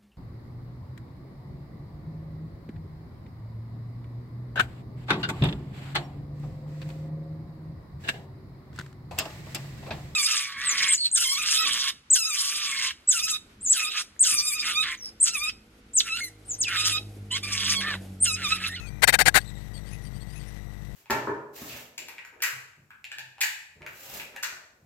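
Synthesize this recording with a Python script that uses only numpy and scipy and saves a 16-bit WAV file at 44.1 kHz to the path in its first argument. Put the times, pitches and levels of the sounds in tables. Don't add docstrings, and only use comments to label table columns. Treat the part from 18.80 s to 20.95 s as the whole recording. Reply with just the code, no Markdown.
import sys
import numpy as np
from scipy import signal
from scipy.fft import rfft, irfft, next_fast_len
from scipy.io import wavfile
from scipy.ndimage import uniform_filter1d

SR = 44100
rng = np.random.default_rng(int(sys.argv[2]) if len(sys.argv) > 2 else 0)


def makeup_ratio(level_db):
    decades = np.asarray(level_db, float) / 20
    return 10 ** decades


def wav_record(signal):
    frames = np.transpose(np.atleast_2d(signal))
    bounded = np.clip(frames, -1, 1)
    quanta = np.round(bounded * 32767).astype(np.int16)
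    wavfile.write(sys.argv[1], SR, quanta)


N = 94815
TIME_S = np.arange(N) / SR
LINE_HZ, FRAME_S = 15625, 1 / 50


def evened(x):
    return x / np.sqrt(np.mean(x ** 2) + 1e-20)


def coloured(x, points):
    f, db = np.transpose(points)
    hz = np.fft.rfftfreq(len(x), 1 / SR)
    gain = makeup_ratio(np.interp(np.log(hz + 1), np.log(f), db))
    return irfft(rfft(x) * gain, len(x))


def resonate(x, hz, width):
    turn = np.exp(2j * np.pi * np.cumsum(hz * np.ones(len(x))) / SR)
    r = np.exp(-np.pi * width / SR)
    return 2 * (turn * signal.lfilter([1 - r], [1, -r], x / turn)).real


def resonate_twice(x, hz, width, second_width):
    return resonate(resonate(x, hz, width), hz, second_width)


def wobble(count, span_s):
    span = max(int(span_s * SR), 2)
    smooth = uniform_filter1d(rng.standard_normal(count), span)
    return evened(uniform_filter1d(smooth, span))


def tone(hz):
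    return np.sin(2 * np.pi * np.cumsum(hz) / SR)


def fader(points):
    return makeup_ratio(np.interp(TIME_S, *np.transpose(points)))


def echoed(x, t60, wet_db):
    t = np.arange(SR // 2) / SR
    tail = rng.standard_normal(len(t)) * makeup_ratio(-60 * t / t60)
    return x + makeup_ratio(wet_db) * signal.fftconvolve(x, tail / np.linalg.norm(tail))[:len(x)]


def add(mix, s, sound):
    part = mix[round(s * SR):][:len(sound)]
    part += sound[:len(part)]


# (frequency [Hz], density [dB per Hz])
HISS_COLOUR = [(120, -55), (200, -3), (371, -17), (446, -0.5), (842, -2), (1950, -11), (2750, -32),
               (12900, -36.5), (15500, -60)]


def hiss():
    return makeup_ratio(-56) * evened(coloured(rng.standard_normal(N), HISS_COLOUR))


# (time [s], level [dB])
RUMBLE_SWELL = [(0, -40.5), (.5, -38), (.8, -43), (.9, -38.5), (1.1, -39), (1.3, -34), (1.42, -41.5),
                (1.5, -37.5), (1.702, -43), (2.15, -39.5)]


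def rumble():
    low = resonate_twice(rng.standard_normal(N), 128.4, 61.5, 61.5)
    return fader(RUMBLE_SWELL) * evened(low) + makeup_ratio(-69) * wobble(N, 0.014)


# (centre [Hz], width [Hz], level [dB])
FUZZY_WHINES = [(1960, 133, -55), (3800, 350, -64), (5854, 140, -66), (7820, 290, -68.5),
                (9770, 190, -74.5), (12630, 1300, -63.5)]


def whines():
    air = rng.standard_normal(N)
    bands = sum(makeup_ratio(db) * evened(resonate_twice(air, hz, width, 2 * width))
                for hz, width, db in FUZZY_WHINES)
    line = np.sqrt(2) * tone(LINE_HZ / 8 + 45 * wobble(N, .004))
    return bands + makeup_ratio(-62) * line


# (time [s], level [dB])
RUSTLE_SWELL = [(0, -48), (.1, -61.5), (.6, -52), (.9, -56), (1.102, -51), (1.3, -55.5), (1.6, -51),
                (1.75, -52), (1.85, -56.5), (2.15, -55)]


def rustle():
    ticks = rng.random(N) < 4000 / SR
    grains = ticks * rng.standard_normal(N) * makeup_ratio(1.5 * wobble(N, .015))
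    return fader(RUSTLE_SWELL) * evened(coloured(grains, RASP_COLOUR))


# (place in the frame [s], height [full scale], rise [s], fall [s])
FRAME_KICKS = [
    (.0055, -0.024, 0.00011, .0003),
    (.0062, -0.091, 0.001, 0.003),
    (.0070, -.015, 0.00011, .0002),
    (0.0143, 0.042, 0.00032, 0.0025),
]


def buzz():
    out = np.zeros(N)
    for place, height, rise, fall in FRAME_KICKS:
        u = (TIME_S - place) % FRAME_S
        spread = makeup_ratio(1 * wobble(N, FRAME_S))
        out += height * spread * (np.exp(-u / fall) - np.exp(-u / rise))
    return out - out.mean()


def copied(x, copies_db):
    z = signal.hilbert(x, next_fast_len(N))[:N]
    out = np.zeros(N)
    for k, db in enumerate(copies_db):
        shift_hz = (k - 3) * LINE_HZ / 4
        out += makeup_ratio(db) * (z * np.exp(2j * np.pi * shift_hz * TIME_S)).real
    return out


# (start [s], length [s], from [Hz], to [Hz], level [dB])
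SONG_NOTES = [(.052, 0.044, 3850, 4640, -55.5), (0.596, .028, 3800, 4580, -52),
              (0.646, .04, 3535, 4176, -57), (0.676, 0.034, 4100, 3640, -52),
              (0.747, 0.028, 4020, 3670, -59), (0.774, 0.057, 3714, 4250, -61),
              (0.933, 0.065, 4884, 4280, -52), (1.008, 0.046, 3820, 3824, -64.5),
              (1.052, .062, 4200, 4964, -57), (1.108, 0.0598, 5407, 6433, -53.5),
              (1.21, .06, 4304, 5820, -57), (1.242, 0.043, 4830, 4717, -55.5),
              (1.333, 0.043, 4400, 4700, -59), (1.404, 0.03, 4220, 4520, -55),
              (1.467, .088, 4250, 4950, -60), (1.545, 0.057, 5600, 6487, -55),
              (1.593, 0.034, 4960, 4440, -55.5), (1.657, 0.051, 4200, 5700, -57)]
SONG_COPIES = [-10, -9, -2, 0, 0, -10]
# (frequency [Hz], level [dB])
SONG_TINT = [(300, -10), (1500, -6), (2600, 3), (4500, 0), (6500, -5), (8500, 0), (10400, 1), (12500, -9)]


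def song():
    fuzz_hz, haste, plateau, clear = 260, .8, 1.12, .9
    out, air, flutter = np.zeros(N), rng.standard_normal(N), wobble(N, 0.0036)
    for s, length, from_hz, to_hz, db in SONG_NOTES:
        u = np.linspace(0, 1, round(length * SR))
        at = round(s * SR) + np.arange(len(u))
        arch = .8 if to_hz > 5400 else .4
        slide = np.minimum(plateau * np.sin(np.pi * arch * u ** haste), 1)
        hz = from_hz + (to_hz - from_hz) * slide
        breath = evened(resonate_twice(air[at], hz, fuzz_hz, 2 * fuzz_hz))
        note = breath + clear * np.sqrt(2) * tone(hz)
        swell = abs(np.sin(np.pi * u)) ** .5
        add(out, s, makeup_ratio(db + 2 * flutter[at]) * swell * note)
    garden = echoed(out, .12, -6)
    return coloured(copied(garden, SONG_COPIES), SONG_TINT)


# (time [s], pitch [Hz], level [dB])
WHISTLE_PATH = [
    (0, 2650, -45.5),
    (0.049, 2532, -42.5),
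    (0.084, 2374, -50),
    (.14, 2384, -55.5),
    (.21, 2360, -58),
]
WHISTLE_COPIES = [-23, -17.5, -6, 2.5, -7, -17]


def whistle():
    s, hz, db = np.transpose(WHISTLE_PATH)
    level = makeup_ratio(np.interp(TIME_S, s, db, right=-120) + 2.85 * wobble(N, 0.0022))
    pitch = np.interp(TIME_S, s, hz) + 40 * wobble(N, 0.0038)
    return copied(level * tone(pitch), WHISTLE_COPIES)


# (frequency [Hz], width [Hz], level [dB])
BOX_MODES = [(734, 167, -12), (1635, 103, 6), (2030, 237, -8), (2560, 69, -9), (3147, 93, -7),
             (3720, 180, -5.5), (4565, 95, -7.5), (5650, 38, -15), (7000, 125, -16.5), (7900, 320, -11),
             (8480, 163, -10), (10290, 170, -8.5), (12720, 200, -17), (14000, 1200, -18)]
# (frequency [Hz], density [dB per Hz])
RASP_COLOUR = [(24, -40), (40, -7), (361, -13.5), (710, -8), (1060, -21), (1620, -3.5), (5120, -11.5),
               (8650, -14.5), (15800, -24)]


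def churr(length, effort_db, top, step_db):
    t = np.arange(4096) / SR
    db = np.interp(t / length, [0, top, .82, 1, 1.1], [step_db, 0, -9, -33.5, -90])
    snap = np.minimum(t / 0.0038, 1)
    ragged_db = 2.5 * wobble(len(t), .0006)
    drive = rng.standard_normal(len(t)) * makeup_ratio(ragged_db + db) * snap
    ring = np.zeros(len(t))
    for k, (hz, width, mode_db) in enumerate(BOX_MODES):
        level_chance, pitch_chance = rng.standard_normal(2)
        gain = (-1) ** k * makeup_ratio(mode_db + 1.5 * level_chance)
        ring += gain * resonate(drive, hz * (1 + .004 * pitch_chance), width)
    sound = evened(coloured(drive, RASP_COLOUR)) + makeup_ratio(2) * evened(ring)
    loudest = np.sqrt(uniform_filter1d(sound ** 2, size=600).max())
    return makeup_ratio(effort_db) * sound / loudest


# (start [s], length [s], effort [dB], place of the peak [0-1], opening step [dB])
SCOLDS = [
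    (.219, 0.033, -9, 0.67, -13),
    (.272, 0.039, -11, 0.55, -0.5),
    (0.323, 0.041, -11.5, 0.44, -16.5),
    (0.386, 0.047, -12, 0.59, -5),
    (.454, 0.047, -9.5, 0.63, -7),
    (0.541, .054, -10, 0.58, -8.5),
]


def tit():
    out = np.zeros(N)
    for s, *row in SCOLDS:
        add(out, s, churr(*row))
    return echoed(out, 0.016, -10)


# (frequency [Hz], level [dB])
BACKGROUND_EDGE = [(14200, 0), (14900, -40)]


def scene():
    hum = buzz()
    background = hiss() + rumble() + whines() + rustle() + hum + song() + whistle()
    left = tit() + coloured(background, BACKGROUND_EDGE)
    right = makeup_ratio(-42) * hum + makeup_ratio(-96) * rng.standard_normal(N)
    return np.array([left, right])


# (frequency [Hz], level [dB])
CONVERTER_EDGE = [(15750, 0), (15950, -60)]


def converter(dry):
    return np.array([coloured(x, CONVERTER_EDGE) for x in np.clip(dry, -1, 1)])


def band_limit(x):
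    return signal.sosfilt(signal.butter(12, 15920, fs=SR, output="sos"), x)


def record(dry):
    mix = converter(dry)
    return band_limit(mix)


dry = scene()
out = record(dry)
wav_record(out)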